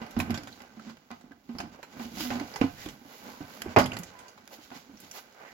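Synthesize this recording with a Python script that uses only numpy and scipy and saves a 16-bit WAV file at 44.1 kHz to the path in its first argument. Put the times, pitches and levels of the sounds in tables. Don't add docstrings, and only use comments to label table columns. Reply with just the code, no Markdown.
import sys
import numpy as np
from scipy import signal
from scipy.fft import rfft, irfft, next_fast_len
from scipy.io import wavfile

SR = 44100
rng = np.random.default_rng(int(sys.argv[2]) if len(sys.argv) > 2 else 0)


def generate_wav(sig):
    pcm = np.round(np.clip(np.atleast_2d(sig).T, -1, 1) * 32767).astype(np.int16)
    wavfile.write(sys.argv[1], SR, pcm)


N = 243853

# (time [s], level [dB], settled pitch of the wall [Hz], t60 [s],
# hardness = upper ring and knock [dB], thud of the pen [dB])
BUMPS = [(0.016,-36.5,225.4,0.16,-5,-6), (0.166,-21.5,226,0.13,-18.5,-1.5), (0.191,-29,235,0.2,-9.5,6.5),
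         (0.297,-25,227,0.21,-17.5,1.5), (0.769,-40.5,215.4,0.2,-17,-9), (0.867,-36.5,222.6,0.21,-23,-6.5),
         (1.105,-44,227,0.16,-2,-34), (1.115,-42.5,241,0.15,-8.5,-8.5), (1.24,-43.5,238,0.077,-21,-26),
         (1.31,-43,276,0.074,-15.5,-18), (1.491,-32,231.7,0.2,-19.5,-22), (1.55,-34,236,0.063,-18.5,-7),
         (1.6,-40.5,268,0.05,-3,-7), (1.636,-37.5,258,0.069,-16,1), (1.996,-33.5,228.2,0.28,-9,-11),
         (2.05,-39,236,0.21,-19,-4), (2.171,-38.5,215,0.13,-9,-30), (2.202,-32.5,306,.12,-13,-32),
         (2.249,-34,243.6,0.53,-10.5,-38), (2.304,-29,244.3,0.39,-7,-4), (2.353,-28,237.4,0.16,-14,-6),
         (2.409,-28,281,0.087,-15.5,-24), (2.614,-10.5,252,0.04,-21,-12.5), (2.64,-18,263.5,0.099,-33,-28),
         (2.861,-34.5,294,0.074,-21,-4), (3.014,-46.5,242,.1,-15,-15), (3.054,-45.5,272,0.087,-16,-7),
         (3.406,-34.5,280,0.091,-13.5,-3.5), (3.66,-28.5,347,0.045,-29,-6), (3.995,-34,171,0.085,-21.5,-20),
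         (4.585,-49,295,0.09,-9.5,-11), (4.715,-41.5,250,0.1,-5,-14), (4.763,-38.5,248,0.033,-30,-18),
         (4.895,-44,273,0.096,-23,-33), (5.034,-53.5,303,0.075,-5,5)]
# (frequency [Hz], level [dB], t60 [s])
BUCKET_MODES = [(369.4, 2.5, 0.15), (586, 2, 0.046), (720, 2, 0.32), (769, 0.5, 0.087), (1030, -4, 0.26),
                (1246, -4, 0.21), (1480, -4, 0.13), (1526, -32, 0.099), (1950, -27, 0.029),
                (2110, -18, 0.043)]
# (frequency [Hz], density [dB per Hz])
KNOCK_SPECTRUM = [(60, -43), (300, -14), (800, 7), (1500, -3.5), (2500, -8.5), (5000, -14), (16000, -44)]
# (frequency [Hz], density [dB per Hz])
THUD_SPECTRUM = [(20, 1), (50, -35), (75, -1), (120, -3), (180, -4), (300, -7.5), (1000, -49), (16000, -90)]
OVERTONE_DB, OVERTONE_DB_PER_DOUBLING = -18.5, -5.5

# (time [s], crack level [dB], brightness [dB per octave], t60 [s])
TICKS = [(0.025,-53,10,0.056), (0.065,-43,-1,0.049), (0.109,-40,0.5,0.058), (0.19,-31.5,6,0.051),
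         (0.201,-22.5,-2,0.076), (0.306,-28.5,0.5,.053), (0.343,-30,-2.5,0.12), (0.376,-29.5,-2,0.054),
         (0.4336,-39.5,0,0.042), (0.4725,-35,-3,0.093), (0.604,-39,-4,0.045), (0.619,-43,1,0.034),
         (0.896,-40,-3,0.11), (0.97,-45,-3.5,.025), (1.1145,-30.5,-2.5,0.0065), (1.21,-49,-2.5,.07),
         (1.585,-35,-2,0.13), (1.602,-27.5,-3,0.067), (1.8295,-35,-3,0.084), (2.206,-25,1,.05),
         (2.304,-28.5,-6,0.18), (2.398,-29.5,-2,0.044), (2.5595,-26,-2,0.07), (2.6119,-24,-6.5,0.03),
         (2.86,-35,-3,0.071), (2.887,-35,-1.5,0.091), (3.6191,-23.5,1,0.028), (3.799,-20,-3,0.025),
         (3.859,-26,-1,0.06), (3.933,-33.5,-2.5,0.086), (3.9677,-27,-1.5,0.05), (3.988,-31.5,9,0.07),
         (4.034,-32.5,5.5,0.049), (4.189,-43,0.5,0.13), (4.282,-43.5,-0.5,0.11), (4.378,-43.5,-4,0.071),
         (4.4767,-35,2,0.012), (4.704,-40,-2.5,0.026), (5.002,-39.5,12,0.068), (5.113,-34,4.5,0.05)]
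# (frequency [Hz], density [dB per Hz])
SNAP_SPECTRUM = [(300, -6), (700, 0.5), (1500, 0.5), (3000, -3), (7000, -2), (11000, -7.5), (16000, -19)]
# (frequency [Hz], level [dB], t60 [s])
RIM_MODES = [(772, -15, 0.27), (1494, 6.5, 0.051), (1600, -10, 0.091), (2005, -1, 0.073),
             (2437, 8.5, 0.027), (4930, 5, 0.035)]
RIM_DB = -10.5

# (time [s], level [dB], brightness [dB per octave])
SLAMS = [(3.7628, -11, 0.5), (3.768, -10.5, -4), (3.773, -30, 1), (3.786, -20, 7.5), (3.797, -21.5, 3),
         (3.811, -39, 16)]
# (frequency [Hz], density [dB per Hz], t60 [s])
BOARD_CRACK = [(30, -17, 0.58), (60, -18, 0.3), (123, -3, 0.35), (309, -8.5, 0.24), (623, 7, 0.069),
               (1170, -1, 0.18), (1800, -7, 0.086), (2220, -2.5, 0.053), (3700, -24, 0.17),
               (4670, -24.5, 0.19), (8500, -35.5, 0.13), (15900, -46.5, 0.071)]
# (frequency [Hz], level [dB], t60 [s])
PEN_MODES = [(101, -13, .5), (146, -13, .3), (215, -11, .25), (251, 0, .35), (359, -7, .13), (388, -6, .2),
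             (562, 0, .2), (619, -1, .24), (673, -2, .23), (727, -7, .2), (771, -9, .18), (841, -1, .16),
             (962, -8, .18), (1054, -11, .18), (1122, -6, .19), (1309, -8, .17), (1447, -10, .22),
             (1482, -11, .2), (1599, -14, .22), (1907, -16, .24), (2006, -12, .2), (2078, -16, .22),
             (2353, -17, .2), (4848, -19, .2), (4975, -20, .2)]

# (time [s], level [dB], pitch [Hz])
PITCHED_TICKS = [(0.201,-30,2470), (0.527,-44.5,4060), (0.796,-43.5,1380), (1.319,-47.5,1640),
                 (1.585,-35,5000), (2.539,-38.5,4920), (2.614,-30.5,2500), (2.858,-39,3400),
                 (3.842,-35,4900), (3.919,-32.5,2720), (4.972,-48,5800)]
PITCHED_T60_S, PITCHED_Q, PITCHED_CRACK_DB = 0.035, 7.2, -11

# (peak time [s], length [s], scrape on the bottom [dB], rub on the wall [dB])
STROKES = [(0.02,0.24,-48,-56), (0.31,0.22,-43.5,-42.5), (0.63,.1,-52,-60), (0.84,0.24,-57.5,-56),
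           (1.26,0.19,-65,-58), (1.61,0.19,-55,-49), (1.75,0.067,-54.5,-61), (1.99,0.15,-49.5,-50),
           (2.2,0.21,-52.5,-44), (2.36,0.17,-45,-44), (2.57,0.13,-45.5,-61), (2.89,0.14,-53,-51),
           (3.12,0.2,-53,-67), (3.28,0.12,-47,-51.5), (3.5,0.36,-51.5,-60), (3.68,.16,-45.5,-49),
           (3.94,0.19,-45.5,-48), (4.19,0.25,-53.5,-67), (4.41,0.074,-62,-59.5), (4.57,.12,-59,-63),
           (4.75,.1,-66,-58.5), (4.95,0.21,-79,-58.5), (5.18,0.15,-54.5,-80), (5.44,0.12,-49,-71)]
# (peak time [s], length [s], rustle [dB], fine fizz [dB])
SLIDES = [(0.14,.12,-65,-70), (0.53,.2,-62.5,-68), (0.86,0.13,-61,-77), (1.17,0.17,-70.5,-77),
          (1.56,0.23,-69,-71), (1.74,0.03,-61,-75), (1.93,0.042,-60.5,-68), (2.03,0.1,-52.5,-56),
          (2.225,.11,-41.5,-43), (2.34,0.094,-50,-60), (2.55,0.36,-58.5,-60), (2.72,.1,-63,-66),
          (2.84,0.16,-55.5,-57), (3.14,0.18,-60,-59.5), (3.29,0.28,-57.5,-60), (3.55,0.18,-57.5,-58),
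          (4.08,0.056,-57,-72), (4.54,0.053,-55.5,-54.5), (4.64,0.08,-58.5,-63), (4.775,0.11,-58,-62.5),
          (5.04,0.11,-59,-62), (5.165,0.082,-55.5,-51), (5.49,0.11,-66,-75)]
BUILD_SHARE, SWELL_EDGE_DB, SWELL_ROUNDNESS = 0.47, -7.5, 1.34
# (time [s], level [dB])
NOSING = [(0.0, -55), (0.25, -53), (0.94, -60.5), (1.35, -66.5), (2.4, -47), (3.0, -61), (3.88, -52),
          (4.34, -57), (4.93, -56), (5.53, -55)]
NOSING_RUB_DB, NOSING_SCRAPE_DB, NOSING_FEED_DB, NOSING_FIZZ_DB = -10, -4.5, -12.5, -18.5
# (frequency [Hz], density [dB per Hz])
RUB_SPECTRUM = [(25, -21), (55, -13), (110, -15), (180, -7.5), (235, 0.5), (290, -6.5), (400, -16),
                (550, -45), (1200, -37), (16000, -81)]
# (frequency [Hz], density [dB per Hz])
SCRAPE_SPECTRUM = [(100, -32), (300, -2.5), (480, 4.5), (800, 3), (1200, 0), (1500, -1), (1800, -5),
                   (2300, -6.5), (3200, -17.5), (6000, -29), (16000, -30)]
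# (frequency [Hz], density [dB per Hz])
FEED_SPECTRUM = [(300, -41), (1500, -2.5), (2800, -1.5), (4000, 1.5), (5000, -0.5), (7000, -0.5),
                 (9000, -13), (12000, -30), (16000, -26)]
# (frequency [Hz], density [dB per Hz])
FIZZ_SPECTRUM = [(1000, -73), (6000, -40), (9000, -8), (11000, 1.5), (16000, 0)]

# (peak time [s], nominal length [s], level [dB], resonance [Hz], hiss beside it [dB])
SNUFFS = [(0.896,0.072,-54,1110,-7), (1.796,0.042,-51.5,583,-26), (2.823,0.12,-54,1840,4.5),
          (3.285,0.055,-53.5,736,-6), (3.35,0.23,-58,1000,-12), (3.722,0.079,-52,900,0),
          (4.228,0.25,-55.5,1006,-9), (4.533,0.061,-51.5,660,-8), (4.766,.06,-54.5,990,4.5),
          (5.176,0.077,-52,910,6), (5.424,0.076,-54.5,890,-11), (5.49,0.12,-57.5,1900,-14)]
# (frequency [Hz], density [dB per Hz])
SNUFF_SPECTRUM = [(100, -27), (400, 5), (900, 5), (2200, 1), (4000, 1.5), (7000, 0.5), (11000, -12),
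                  (16000, -8)]

PELLETS_PER_S, PELLETS_DB, PELLET_T60_S = 14, -20, 0.018

# (frequency [Hz], density [dB per Hz])
QUIET_SPECTRUM = [(30, 9), (250, 7), (800, -3), (3000, -7), (7000, -23), (11000, -40), (16000, 4)]
QUIET_DB = -72

# (frequency [Hz], width [Hz], boost [dB])
HOLLOW = [(700, 19, 1.5), (823, 60, 3.5), (1000, 28, 0), (1442, 25, 4.5), (1544, 28, 8.5), (2015, 59, 6.5),
          (2270, 34, 6), (2410, 38, 5), (2850, 370, 4), (4780, 390, 2.5)]
# (frequency [Hz], t60 [s], relative level [dB])
BARN = [(60, 0.66, -3.5), (252, 0.32, -28), (690, 0.35, -13), (1980, 0.3, -10), (6000, 0.27, -7),
        (15900, 0.26, -9)]
# (frequency [Hz], correlation [0-1])
ALIKE = [(20, 0.83), (250, 1), (450, 0.97), (750, 0.4), (1500, 0.02), (4000, 0), (16000, 0.1)]
# (frequency [Hz], gain [dB])
MIC = [(20, -16), (45, 2), (7000, 1.5), (7700, -2), (8300, -12.5), (9300, -7.5), (10500, 0.5), (16000, 1.5)]
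EDGE_HZ = 16200


def amp(db):
    return 10 ** (np.asarray(db) / 20)


def evened(x):
    return x / np.sqrt(np.mean(x ** 2) + 1e-20)


def read(table, hz, axis=1):
    columns = np.transpose(table)
    return np.interp(np.log(hz + 1), np.log(columns[0] + 1), columns[axis])


def seconds(length):
    return np.arange(int(length * SR)) / SR


def add(mix, s, sound):
    part = mix[..., max(round(s * SR), 0):][..., :sound.shape[-1]]
    part += sound[..., :part.shape[-1]]


def colour(x, spectrum):
    size = next_fast_len(x.shape[-1])
    gain = amp(read(spectrum, np.fft.rfftfreq(size, 1 / SR)))
    return irfft(rfft(x, size) * gain, size)[..., :x.shape[-1]]


def fade_bands(x, gain_db):
    hz, t, z = signal.stft(x, SR, nperseg=256)
    faded = z * amp(gain_db(hz[:, None], t))
    return signal.istft(faded, SR, nperseg=256)[1][..., :x.shape[-1]]


def hiss(t):
    return rng.standard_normal((2, len(t)))


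def ring(modes, t, detune):
    hz, db, t60 = np.transpose(modes)[:, :, None]
    shift = rng.standard_normal((len(modes), 1))
    signs = rng.choice([-1., 1.], (2, len(modes)))
    pitch = hz * (1 + detune * shift)
    waves = amp(db - 60 * t / t60) * np.sin(2 * np.pi * pitch * t)
    return signs @ waves / np.linalg.norm(amp(db))


def grains(per_s, spread_db):
    happens = rng.random(N) < per_s / SR
    size = amp(spread_db * np.minimum(rng.exponential(1, N), 4)) * happens
    return rng.standard_normal((2, N)) * size


def resonant(t, hz, q):
    b, a = signal.iirpeak(hz, max(q, 1), SR)
    noise = rng.standard_normal((2, len(t) + SR // 20))
    once = signal.lfilter(b, a, noise)
    return evened(signal.lfilter(b, a, once)[:, -len(t):])


def bumps():
    out, t = np.zeros((2, N)), seconds(.45)
    bend = 1 + 0.046 * np.exp(-t / 0.016)
    for s, db, hz, t60, hard_db, thud_db in BUMPS:
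        swell = 1 - np.exp(-t / (0.0018 * (t60 / 0.098) ** 0.68))
        over_db = OVERTONE_DB + OVERTONE_DB_PER_DOUBLING * np.log2(10 * t60)
        angle = 2 * np.pi * np.cumsum(hz * bend) / SR
        waves = np.exp(1j * angle) + amp(over_db) * np.exp(1.75j * angle)
        swing = waves * swell * amp(-60 * t / t60)
        wall = np.array([swing.real, swing.imag])
        upper = amp(2.5) * ring(BUCKET_MODES, t, detune=.01)
        knock = amp(-1) * evened(colour(hiss(t), KNOCK_SPECTRUM)) * amp(-60 * t / 0.22)
        thud = .5 * evened(colour(hiss(t), THUD_SPECTRUM)) * swell * amp(-60 * t / 0.24)
        bump = amp(2.5) * wall + amp(hard_db) * (upper + knock) + amp(thud_db) * thud
        add(out, s, amp(db) * bump)
    return out


def ticks():
    out, t = np.zeros((2, N)), seconds(.15)
    bands = np.geomspace(300, 16000, num=36)
    for s, db, tilt_db, t60 in TICKS:
        ripple_db = 4.4 * rng.standard_normal(len(bands))
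        shape = tilt_db * np.log2(bands / 3000) + read(SNAP_SPECTRUM, bands) + ripple_db
        envelope = amp(-60 * t / t60) + 0.16 * np.exp(-t / 0.00056)
        crack = evened(colour(hiss(t), np.c_[bands, shape])) * envelope
        rim = ring(RIM_MODES, t, detune=0.019)
        add(out, s, amp(db) * (crack + amp(RIM_DB) * rim))
    return out


def slam():
    out, t = np.zeros((2, N)), seconds(.7)
    for s, db, tilt_db in SLAMS:
        def crack_db(hz, age):
            tilt = tilt_db * np.log2((hz + 100) / 800)
            return read(BOARD_CRACK, hz) + tilt - 60 * age / read(BOARD_CRACK, hz, axis=2)

        crack = fade_bands(hiss(t), crack_db)
        crack /= np.sqrt(np.mean(crack[:, :SR // 100] ** 2))
        add(out, s, amp(db - 6.0) * crack)
    s, db, _ = max(SLAMS, key=lambda blow: blow[1])
    add(out, s, amp(db - 2.5) * ring(PEN_MODES, t, detune=0))
    high_pass = signal.butter(2, 90, "high", fs=SR, output="sos")
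    return signal.sosfilt(high_pass, out)


def pitched_ticks():
    out, t = np.zeros((2, N)), seconds(.15)
    for s, db, hz in PITCHED_TICKS:
        crack = amp(PITCHED_CRACK_DB) * evened(colour(hiss(t), SNAP_SPECTRUM))
        tick = resonant(t, hz, PITCHED_Q) + crack
        add(out, s, amp(db - 60 * t / PITCHED_T60_S) * tick)
    return out


def nosing():
    return amp(np.interp(np.arange(N) / SR, *np.transpose(NOSING)))


def swells(events, steady_db, axis):
    t, columns = np.arange(0, N / SR, .002), np.transpose(events)[:, :, None]
    age = (t - columns[0]) / columns[1]
    away = np.maximum(-age / BUILD_SHARE, age / (1 - BUILD_SHARE))
    level_db = columns[axis] + SWELL_EDGE_DB * abs(away) ** SWELL_ROUNDNESS
    power = (amp(level_db) ** 2).sum(0)
    return np.sqrt(np.interp(np.arange(N) / SR, t, power) + (amp(steady_db) * nosing()) ** 2)


def rubbing():
    rub = evened(colour(grains(1200, 0.73), RUB_SPECTRUM))
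    return amp(1.0) * swells(STROKES, NOSING_RUB_DB, axis=3) * rub


def scraping():
    scrape = evened(colour(grains(3000, 0.76), SCRAPE_SPECTRUM))
    return amp(-1.5) * swells(STROKES, NOSING_SCRAPE_DB, axis=2) * scrape


def sliding_feed():
    rustle = evened(colour(grains(6000, 1.7), FEED_SPECTRUM))
    fizz = evened(colour(grains(9000, 3.0), FIZZ_SPECTRUM))
    rustle_gain = swells(SLIDES, NOSING_FEED_DB, axis=2)
    fizz_gain = swells(SLIDES, NOSING_FIZZ_DB, axis=3)
    return amp(3.0) * (rustle_gain * rustle + fizz_gain * fizz)


def snuffs():
    out = np.zeros((2, N))
    for s, length, db, hz, hiss_db in SNUFFS:
        t = seconds(1.5 * length)
        swell = np.sin(np.pi * (t / t[-1]) ** 1.4) ** 2
        narrowness = 1.55 * (length / 0.094) ** 2.5
        breath = amp(hiss_db) * evened(colour(hiss(t), SNUFF_SPECTRUM))
        air = resonant(t, hz, narrowness) + breath
        add(out, s - t[np.argmax(swell)], amp(db) * swell * air)
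    return out


def pellets():
    t = seconds(0.083)
    burst = hiss(t) * amp(-60 * t / PELLET_T60_S)
    taps = signal.oaconvolve(grains(PELLETS_PER_S, 0.67), burst, axes=1)[:, :N]
    return amp(PELLETS_DB) * nosing() * evened(colour(taps, SNAP_SPECTRUM))


def quiet():
    return amp(QUIET_DB) * evened(colour(rng.standard_normal((2, N)), QUIET_SPECTRUM))


def hollow(x):
    lifted = x.copy()
    for hz, width, db in HOLLOW:
        b, a = signal.iirpeak(hz, hz / width, SR)
        lifted += signal.lfilter(b, a, x) * (amp(db) - 1)
    return amp(-2) * lifted


def barn(x):
    t = seconds(0.87)
    present = (rng.random((2, len(t))) < .06) * (t > .005)
    taps = rng.choice([-1., 1.], (2, len(t))) * present
    tail = fade_bands(taps, lambda hz, age: read(BARN, hz, axis=2) - 60 * age / read(BARN, hz))
    tail /= np.linalg.norm(taps[0] * amp(-60 * t / .5))
    return signal.fftconvolve(x, tail, axes=1)[:, :N]


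def ports(x):
    size = next_fast_len(N + SR // 20)
    hz = np.fft.rfftfreq(size, 1 / SR)
    other, right = rfft(x, size)
    alike = read(ALIKE, hz)
    blend = alike * right + np.sqrt(1 - alike ** 2) * other
    left = blend * np.exp(-2j * np.pi * hz * 0.00024)
    return irfft(np.array([amp(-2.5) * left, amp(2.5) * right]), size)[:, :N]


def scene():
    blows = hollow(amp(1.0) * bumps() + amp(-5.5) * ticks() + pitched_ticks()) + slam()
    feeding = rubbing() + scraping() + sliding_feed()
    small_sounds = hollow(feeding + snuffs() + pellets())
    return ports(blows + barn(blows) + small_sounds + quiet())


def record(dry):
    heard = np.clip(colour(dry, MIC), -1, 1)
    low_pass = signal.firwin(511, EDGE_HZ, window=("kaiser", 9), fs=SR)
    return signal.oaconvolve(heard, low_pass[None], "same")


dry = scene()
out = record(dry)
generate_wav(out)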